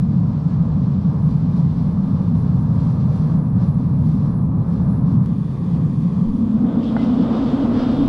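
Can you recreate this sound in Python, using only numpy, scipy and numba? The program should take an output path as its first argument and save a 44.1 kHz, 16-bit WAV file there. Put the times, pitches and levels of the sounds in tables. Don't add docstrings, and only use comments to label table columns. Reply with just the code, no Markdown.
import sys
import numpy as np
from scipy import signal
from scipy.fft import rfft, irfft
from scipy.io import wavfile
from scipy.ndimage import uniform_filter1d
from numba import njit

SR = 44100
rng = np.random.default_rng(int(sys.argv[2]) if len(sys.argv) > 2 else 0)


def master_out(mix):
    frames = np.transpose(np.atleast_2d(mix))
    ceiling = np.clip(frames, -1, 1)
    pcm = np.round(ceiling * 32767).astype(np.int16)
    wavfile.write(sys.argv[1], SR, pcm)


def gain_from_decibels(decibels):
    exponent = np.asarray(decibels, float) / 20
    return 10 ** exponent


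N = 356548
T = np.arange(N) / SR

CHANGE_S = 5.2605
AT_HAND = T < CHANGE_S
# time in seconds, share open 0-1
LID_OPEN = [
    (0, 0.05),
    (6.3, 0.02),
    (6.6, 0.8),
    (6.9, 0.92),
    (7.3, 0.83),
    (8.08, 1),
]
# time in seconds, share 0-1
MOUTH_BARED = [(0, 0.24), (6.5, 0), (6.7, 0.45), (6.85, .6), (7.0, 0.71), (7.5, 1), (8.08, 0.94)]

# time in seconds, pitch in Hz
HOLLOW_NOTE = [(0, 155), (1.3, 164.7), (3, 155), (5.2, 160.6), (5.8, 161.5), (6.15, 165.3), (6.27, 208.4),
               (6.39, 230.7), (6.5, 210.5), (6.68, 224), (6.8, 241.8), (7.1, 238.7), (8.08, 262.7)]
BOOM_DB, RUMBLE_DB, FLAME_DB = (-16.5, -17, -15), (-28.5, -33, -30), (-40, -40, -30.5)
# centre in seconds, half length in seconds, change in dB
FALTERS = [
    (.1, 0.22, 1),
    (1.25, .15, 0.5),
    (2.05, 0.11, 0.5),
    (4.2, 0.34, 0.5),
    (5.17, 0.075, 1.5),
    (5.5, 0.18, -4),
    (6.66, 0.072, 1),
    (6.87, 0.04, -4),
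    (7.17, 0.11, 1),
    (7.45, 0.13, -1.5),
]
# centre in seconds, half length in seconds, change in dB
THROBS = [(.4, 0.018, -6), (1.32, 0.017, 2.5), (1.39, 0.014, -5), (1.75, 0.014, -5), (2.54, .015, -1),
          (3.18, .02, -4), (3.74, 0.01, -8), (4.29, 0.017, 3), (4.32, .02, -4), (4.645, 0.015, -9.5),
          (4.79, .012, -4.5), (5.13, 0.027, 2.5), (5.7, 0.014, -6), (6.12, 0.025, -4), (6.65, .015, 3.5),
          (6.78, 0.012, 7), (6.99, 0.015, -3), (7.05, 0.022, 0.5), (7.13, 0.011, 4.5), (7.155, .01, -9),
          (7.22, 0.036, 2), (7.29, 0.019, -6.5)]
# pitch in Hz, density in dB per Hz
RUMBLE_SHUT = [(8, -43), (18, -24.5), (30, -17), (60, 8), (100, 12.5), (140, 9.5), (200, -18.5),
               (300, -58.5), (600, -140)]
# pitch in Hz, density in dB per Hz
RUMBLE_OPEN = [(8, -46), (18, -12.5), (30, -6), (60, 2), (100, 1.5), (150, 7), (170, 5), (200, -3),
               (300, -53.5), (600, -140)]
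# centre in seconds, half length in seconds, change in dB
RUMBLE_LULLS = [
    (2.45, 0.091, 5.5),
    (3.7, 0.18, 0),
    (6.1, 0.13, -13.5),
    (6.8, .2, -1.5),
    (7.9, 0.37, 2.5),
]
# pitch in Hz, density in dB per Hz
FLAME_SHUT = [
    [(200, -31), (340, -5), (354, -3), (426, 1.5), (698, -6.5), (848, -6.5), (939, -5), (1160, -7),
     (1430, -18.5), (1710, -21), (1870, -28.5), (2200, -33.5), (2860, -59), (4840, -120)],
    [(200, -33), (340, -3), (491, -4), (583, -10.5), (611, -14), (661, -13), (778, -14), (1130, -10.5),
     (1390, -26), (1880, -27.5), (2200, -36), (2860, -54.5), (4840, -120)],
]
# pitch in Hz, density in dB per Hz
FLAME_OPEN = [(200, -25), (340, -3), (377, -11), (424, -2), (520, -2.5), (644, -7), (750, -9), (803, -12),
              (1250, -15), (1800, -30.5), (2600, -35.5), (3380, -65.5), (5720, -120)]
# centre in seconds, half length in seconds, change in dB
LICKS = [
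    (.52, .06, 4),
    (1.2, 0.11, 0.5),
    (3.4, 0.14, 0),
    (4.5, .1, -6.5),
    (4.73, 0.046, 0.5),
    (5.45, .1, 0),
    (6.3, 0.14, -3.5),
    (6.7, 0.049, 0),
    (7.5, 0.11, 1.5),
    (7.83, 0.09, 5),
]
# centre in seconds, half length in seconds, change in dB
FLARES = [(.5, .1, -0.5), (2, 0.096, -0.5), (3.4, .15, 1), (4.3, .1, 0.5), (4.9, 0.11, 1.5), (5.45, .1, -2),
          (6, .08, -2.5), (6.3, 0.11, -1), (6.72, .08, 1.5), (7.1, .1, 0.5), (7.3, 0.075, 1), (7.6, .1, 1)]
# pitch in Hz, width in Hz, level in dB
SHELL_HUMS = [(1975, 90, -73.5), (2406, 70, -76.5)]

HISS_DB, HISS_TOP_DB, AIR_DB = (-59.5, -60.5, -49.5), (-9, -6.5, -12), (-91, -88, -83)
# pitch in Hz, density in dB per Hz
HISS_SHUT = [
    [(1240, -29), (2100, -0.5), (3060, -3), (3270, -1.5), (4370, -1), (4940, -5), (5460, -5), (6200, -15),
     (8060, -39), (13600, -120)],
    [(1240, -31), (2100, -0.5), (2200, -7.5), (2380, 1.5), (2900, -4.5), (3410, -1), (3870, -4.5),
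     (4540, -2), (6200, -15.5), (8060, -46.5), (13600, -120)],
]
# pitch in Hz, density in dB per Hz
HISS_OPEN = [(1240, -32), (2100, -8.5), (2440, -6), (2920, 1), (3390, 0), (5220, -7), (6200, -19.5),
             (8060, -46.5), (13600, -120)]
# pitch in Hz, density in dB per Hz
HISS_TOP = [(3500, -70.5), (4500, -25.5), (5500, -7), (6400, -8), (7400, -9.5), (8300, -12.5),
            (9300, -13.5), (10300, -13.5), (10700, -41.5), (11500, -95)]
# centre in seconds, half length in seconds, change in dB
BREEZE = [(.52, 0.033, 1.5), (1.3, 0.043, 1.5), (1.58, .03, 3), (1.8, .05, 1.5), (1.98, 0.038, -1),
          (2.32, 0.034, -1.5), (2.7, .05, 0), (2.84, 0.09, 3), (3.01, 0.02, 2), (3.17, 0.06, 3),
          (3.32, 0.032, 1.5), (3.44, 0.056, -3.5), (3.53, .05, -5.5), (3.632, 0.023, 3),
          (3.74, 0.052, -2.5), (3.92, 0.12, -3.5), (4.1, 0.049, 2.5), (4.27, .02, 1.5), (4.36, .04, 0),
          (4.5, 0.19, -7), (4.74, 0.05, 1.5), (4.86, .05, -2.5), (4.93, .03, -2.5), (5.02, 0.045, -6),
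          (5.12, 0.03, 1), (5.2, 0.045, -4.5), (5.35, .12, -2), (5.6, .03, -2.5), (5.76, .04, 2.5),
          (6.08, 0.03, 0.5), (6.25, .1, 0), (6.68, 0.037, -1), (6.835, .012, 2), (6.87, .025, -0.5),
          (6.91, .015, -2.5), (6.95, 0.018, -3), (7.03, .03, 2.5), (7.14, 0.06, -2), (7.22, .025, 0.5),
          (7.28, 0.026, -2), (7.38, .05, 1.5), (7.51, 0.052, 1), (7.57, .02, -1.5), (7.63, .03, 1),
          (7.7, 0.04, -2), (7.81, .05, 4), (7.92, .04, 1.5)]
# pitch in Hz, gain in dB
GROUND_NOTCH = [(2700, -0.5), (2860, 1.5), (2990, -7.5), (3120, -0.5)]
# lower edge in Hz, upper edge in Hz, level in dB, share of patchiness
AIR_BANDS = [(10600, 11200, -9, 1), (11200, 11700, -6, 1), (11700, 12200, -4, .8), (12200, 12700, -4, .8),
             (12700, 13100, -6, 1), (13100, 13500, -7, 1), (13500, 13950, -6, .25), (13950, 14250, -10, .6),
             (14250, 14800, -18, 1.3)]

TRILL_RATE_HZ = [61.6, 63.4]
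# centre in seconds, half length in seconds, change in dB
TRILL_BREAKS = [(.1, .12, 1), (.55, .15, -3), (1.2, .15, 3.5), (1.45, .05, -5), (1.99, .03, -10),
                (2.11, .03, 1), (2.69, .03, -13), (3.0, .04, -8), (4.2, 0.024, -8), (4.4, .06, 4),
                (4.54, 0.085, -8), (4.65, .03, -4), (4.78, .03, -7), (6.72, .1, -2), (7.5, 0.3, -7),
                (8.06, .15, 3)]
# band edges in Hz, levels before and after it presses in dB, time it presses in seconds
HIGH_SINGER = [(13550, 13900), (-103, -95), 1.8]
FAR_STOPS_S = 6.55

CALM_DB = -55
# centre in seconds, half length in seconds, dB over the calm
BUFFETS = [(.2, 0.076, 1), (.62, .15, 11), (1.0, .08, 5.5), (1.3, .13, 13), (1.55, .1, 7.5),
           (1.85, 0.073, 13), (2.1, 0.17, 12), (2.35, 0.19, 10.5), (3.38, 0.12, 12.5), (3.93, .08, 10),
           (4.47, 0.069, 17), (4.68, 0.04, 9.5), (6.32, .1, 27.5), (6.97, .08, 8.5), (7.25, .2, 7),
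           (7.8, 0.14, 18.5), (8.05, .12, 23)]

# centre in seconds, half length in seconds, change in dB
JET_SURGES = [(5.7, 0.079, 5), (6.1, 0.093, 1), (6.6, .05, -9), (6.69, .05, 5), (6.87, 0.045, 8),
              (6.9, .015, 3), (6.94, .025, -5), (7.01, .02, 4), (7.05, 0.059, 1), (7.13, 0.03, 3),
              (7.23, .04, 4), (7.4, .05, 1.5), (7.51, 0.033, 2.5), (7.7, .04, -8), (7.84, 0.063, 4.5),
              (8.0, .06, 3.5)]
# time in seconds, level in dB
KNOCKS = [
    (6.9657, -16.5),
]
# pitch in Hz, level in dB, 60 dB decay in seconds
LID_MODES = [(680, -2, .025), (820, 0, .035), (1450, -3, .022), (1800, -10, .012), (2043, -20.5, .34),
             (2071, -25, .2), (2018, -31, .15), (2600, -25, .008), (2934, -32, .3)]

# time in seconds, dB over the usual width
WIDTH = [(0, -12), (1.2, -2), (3, 0.5), (5.25, 1.5), (5.27, -24.5), (6.9, -23), (7.1, -17), (7.6, -9.5),
         (8.08, -3.5)]
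# pitch in Hz, side minus mid in dB
PORTS_HAND = [(50, -50), (110, -42), (165, -34), (220, -38.5), (290, -45.5), (400, -24), (600, -19.5),
              (800, -29.5), (900, -20.5), (1250, -17), (2300, -9.5), (7500, -8.5), (10000, -12),
              (12500, -1)]
# pitch in Hz, side minus mid in dB
PORTS_STAND = [(30, -60), (110, -32), (180, -30.5), (260, -33), (340, -46), (600, -44.5), (900, -26.5),
               (1250, -17), (2300, -9), (4500, -8.5), (8000, -1), (10000, -11.5), (12500, -13)]
# pitch in Hz, share in dB
LEAN_RIGHT = [(30, -57.5), (100, -52.5), (500, -38), (1000, -27), (1600, -50), (2400, -61)]
# pitch in Hz, share in dB
LEAN_LEFT = [(1600, -58.5), (4000, -27), (7500, -22), (9200, -28.5), (12000, -61.5)]
# start in seconds, end in seconds
ALIKE_BASS = [(0, .31), (.35, .47), (.77, .82), (1.08, 1.12), (1.2, 1.23), (5.27, 7.04), (7.44, 7.5),
              (7.53, 7.58)]


def read(table):
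    s, *columns = np.transpose(table)
    return [np.interp(T, s, c) for c in columns]


def bumps(rows):
    return sum(db * np.exp(-((T - s) / half) ** 2) for s, half, db in rows)


def walk(rate):
    hold = int(SR / rate)
    levels = np.repeat(rng.standard_normal(N // hold + 1), hold)
    return 1.5 * uniform_filter1d(uniform_filter1d(levels, hold), hold)[:N]


def colour(x, points):
    hz, db = np.transpose(points)
    f = np.maximum(np.arange(N // 2 + 1) * SR / N, 1)
    return irfft(rfft(x) * gain_from_decibels(np.interp(np.log(f), np.log(hz), db)), N)


def above(x, hz, foot):
    return colour(x, [(foot * hz, -30), (hz, -3), (1.2 * hz, 0)])


def unit(x):
    return x / np.sqrt(np.mean(x ** 2))


def noise(points):
    return unit(colour(rng.standard_normal(N), points))


def band(lo, hi):
    return noise([(.98 * lo, -60), (lo, 0), (hi, 0), (1.02 * hi, -60)])


@njit
def svf(x, hz, width):
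    y, b, l = np.empty(len(x)), 0., 0.
    for i in range(-4096, len(x)):
        f = hz[max(i, 0)]
        g = np.tan(np.pi * f / SR)
        k = width / f
        v = (b + g * (x[i] - l)) / (1 + g * (g + k))
        b = 2 * v - b
        l = l + 2 * g * v
        y[i] = k * v
    return y


def resonance(hz, width_hz, skirt_hz):
    centre = hz + np.zeros(N)
    ringing = svf(rng.standard_normal(N), centre, float(width_hz))
    return unit(svf(ringing, centre, float(skirt_hz)))


def state(levels_db, share):
    hand = levels_db[0] + .5 * np.minimum(T - 3, 0)
    stand = levels_db[1] + (levels_db[2] - levels_db[1]) * np.clip(share, 0, 1)
    return np.where(AT_HAND, hand, stand)


def through_lid(shut, opened):
    lid = np.clip(read(LID_OPEN)[0], 0, 1)
    closed = np.where(AT_HAND, noise(shut[0]), noise(shut[1]))
    return np.sqrt(1 - lid) * closed + np.sqrt(lid) * noise(opened)


def opening_swing():
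    return -gain_from_decibels(-15.5) * np.cos(2 * np.pi * 150 * T) * np.exp(-T / .004)


def boom():
    ringing = resonance(read(HOLLOW_NOTE)[0], 61, 151)
    ringing = unit(colour(ringing, [(20, 12.5), (265, 1.0), (320, -5), (360, -11.5), (400, -24.5),
                                    (600, -38.0), (1200, -120)]))
    swing = uniform_filter1d(np.abs(signal.hilbert(ringing)), size=300)
    ringing = unit(ringing / (swing + .3) ** .14)
    db = state(BOOM_DB, read(MOUTH_BARED)[0]) + bumps(FALTERS)
    return gain_from_decibels(db + bumps(THROBS) + 0.19) * ringing


def rumble():
    db = state(RUMBLE_DB, read(LID_OPEN)[0]) + bumps(RUMBLE_LULLS)
    return gain_from_decibels(db + 1.5) * through_lid([RUMBLE_SHUT, RUMBLE_SHUT], RUMBLE_OPEN)


def flame():
    body = through_lid(FLAME_SHUT, FLAME_OPEN) * gain_from_decibels(.6 * walk(12))
    body = body + (gain_from_decibels(bumps(LICKS)) - 1) * above(body, 1400, .8)
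    db = state(FLAME_DB, read(MOUTH_BARED)[0]) + 0.24 * bumps(FALTERS)
    db = db + bumps(FLARES) + 0.12 * bumps(BREEZE)
    return gain_from_decibels(db + 1.25) * body


def shell():
    return sum(gain_from_decibels(db + 1.6 * walk(5)) * resonance(hz, width, 2 * width) for hz, width, db in SHELL_HUMS)


def furnace():
    return boom() + rumble() + shell() + flame()


def hiss_db():
    step = np.clip((T - 6.83) / 0.031 + .5, 0, 1)
    early = 0.23
    bared = early * read(MOUTH_BARED)[0] + (1 - early) * step
    breeze = bumps(BREEZE)
    top_hand = HISS_TOP_DB[0] + .3 * breeze
    top_stand = state(HISS_TOP_DB, bared) - .5 * bared * breeze
    return state(HISS_DB, bared) + breeze, np.where(AT_HAND, top_hand, top_stand)


def hiss():
    db, top_db = hiss_db()
    puff = 0.3 * walk(18)
    low = through_lid(HISS_SHUT, HISS_OPEN) * gain_from_decibels(puff + .45 * walk(35))
    low = np.where((T > 2.6) & AT_HAND, colour(low, GROUND_NOTCH), low)
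    low = low + (gain_from_decibels(0.43 * bumps(BREEZE)) - 1) * above(low, 4200, 0.7)
    top = noise(HISS_TOP) * gain_from_decibels(top_db + 1.2 * puff + 0.54 * walk(39) - 2.1)
    top = np.where(T < FAR_STOPS_S, top, colour(top, [(9800, -1), (10100, -13.5)]))
    return gain_from_decibels(db) * (low + top) + air(.6 * (np.minimum(db, -58) + top_db + 69))


def air(gust_db):
    patchy = np.where(AT_HAND, 1, .25)
    out = 0
    for lo, hi, db, share in AIR_BANDS:
        swell = patchy * share * (1.3 * gust_db - 2.5 + 4 * walk(22))
        swell = np.where(swell < -2, 5 * swell + 8, swell)
        out = out + gain_from_decibels(db + swell) * band(lo, hi)
    return gain_from_decibels(state(AIR_DB, read(MOUTH_BARED)[0] ** 4)) * out


def trill(hz, rate_hz, depth, sweep_hz):
    phase = np.cumsum(rate_hz * (1 + .004 * walk(3)) / SR) % 1
    stroke = depth + np.exp(-((phase - .5) / 0.3) ** 2) * gain_from_decibels(1.5 * walk(44))
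    note = hz + sweep_hz * (phase - .5) + 60 * walk(300)
    rasp = resonance(note - 180, 400, 550)
    chirp = (np.sin(2 * np.pi * np.cumsum(note) / SR) + .55 * rasp) * stroke
    return unit(colour(chirp, [(8000, -40), (9000, 0), (10600, 0), (11000, -40)]))


def insects():
    cold = np.exp(-(T / 1.6) ** 2 / 2)
    hz = np.where(AT_HAND, 10130, 9620) - 450 * cold
    db = np.where(AT_HAND, -71.5, -76.5) - 9.5 * cold + bumps(TRILL_BREAKS) + 1.5 * walk(9)
    near_rate = np.where(AT_HAND, *TRILL_RATE_HZ)
    near = trill(hz + np.where(AT_HAND, 120, 0), near_rate, .12, np.where(AT_HAND, 600, 350))
    near = gain_from_decibels(np.maximum(db, -82) + 1) * near
    far = trill(np.where(AT_HAND, hz + 250, 10400), TRILL_RATE_HZ[0], .2, 700)
    far = gain_from_decibels(np.where(AT_HAND, -85, -80)) * (T < FAR_STOPS_S) * far
    (lo, hi), (soft_db, loud_db), presses_s = HIGH_SINGER
    high_db = np.where(T < presses_s, soft_db, loud_db) + 2 * walk(12)
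    high = AT_HAND * gain_from_decibels(high_db) * band(lo, hi)
    return near + far + high


def wind():
    pressure = noise([(8, -29.5), (18, 16.5), (28, 17.5), (45, -1.0), (90, -12.5), (200, -44.5), (500, -120)])
    return pressure * gain_from_decibels(1.2 * walk(3.1))


def jet():
    centre_hz = 3340 * (1 + .02 * walk(6.5))
    rush = resonance(centre_hz, 650, 1.7 * 650)
    rush = unit(colour(rush, [(2500, -13.5), (2800, -0.5), (3800, 0.5), (4100, -9.5)]))
    shut_db, open_db = -67.5, -53.5
    db = shut_db + (open_db - shut_db) * np.clip(read(MOUTH_BARED)[0], 0, 1) + bumps(JET_SURGES)
    return ~AT_HAND * gain_from_decibels(db) * rush


def change_tick():
    out = np.zeros(N)
    out[int(CHANGE_S * SR)] = gain_from_decibels(-37.5)
    return out


def lid_knock():
    out, t = np.zeros(N), np.arange(SR // 2) / SR
    contact = 1 - np.exp(-(t / .0005) ** 2)
    ring = 0
    for hz, db, t60 in LID_MODES:
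        mode = np.cos(2 * np.pi * hz * (t - .0008))
        mode = mode * np.exp(-np.log(1000) * t / t60)
        if t60 > .1:
            mode = mode * (1 - np.exp(-t / .008))
        ring = ring + gain_from_decibels(db) * mode
    for s, db in KNOCKS:
        out[int(s * SR):][:len(t)] -= gain_from_decibels(db - 2) * ring * contact
    return out


def lasting_sources():
    return furnace() + hiss() + insects() + jet()


def wind_difference(gust):
    unlike_db = np.select([AT_HAND, T < 7.03], [-22, -69.5], -14.5)
    db = unlike_db - 9.5 + .7 * bumps(BUFFETS)
    return gain_from_decibels(db) * gust * colour(wind(), [(20, -5.5), (45, 14), (80, 22.5), (200, 7.0)])


def scene():
    gust = gain_from_decibels(CALM_DB + bumps(BUFFETS))
    mid = lasting_sources() + opening_swing() + change_tick() + lid_knock() + gust * wind()
    late = signal.hilbert(mid).imag
    apart = 0.95 * late + .55 * lasting_sources()
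    by_place = np.where(AT_HAND, colour(apart, PORTS_HAND), colour(apart, PORTS_STAND))
    side = gain_from_decibels(read(WIDTH)[0]) * by_place + wind_difference(gust)
    side = side + AT_HAND * (colour(mid, LEAN_LEFT) - colour(mid, LEAN_RIGHT))
    side = side + ~AT_HAND * gain_from_decibels(-4) * air(np.zeros(N))
    spells = 1. * sum((T >= start) & (T < end) for start, end in ALIKE_BASS)
    alike = uniform_filter1d(spells, size=300)
    side = side - alike * colour(side, [(330, 0), (1.15 * 330, -60)])
    return np.array([mid + side, mid - side])


def band_limit(x):
    return signal.sosfilt(signal.butter(12, 14830, fs=SR, output="sos"), x)


def record(dry):
    limit = .4
    swing = uniform_filter1d(np.abs(signal.hilbert(dry.mean(axis=0))), size=400)
    gain = uniform_filter1d(np.minimum(1, limit / (swing + 1e-9)) ** .6, size=400)
    return band_limit(dry * gain)


dry = scene()
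out = record(dry)
master_out(out)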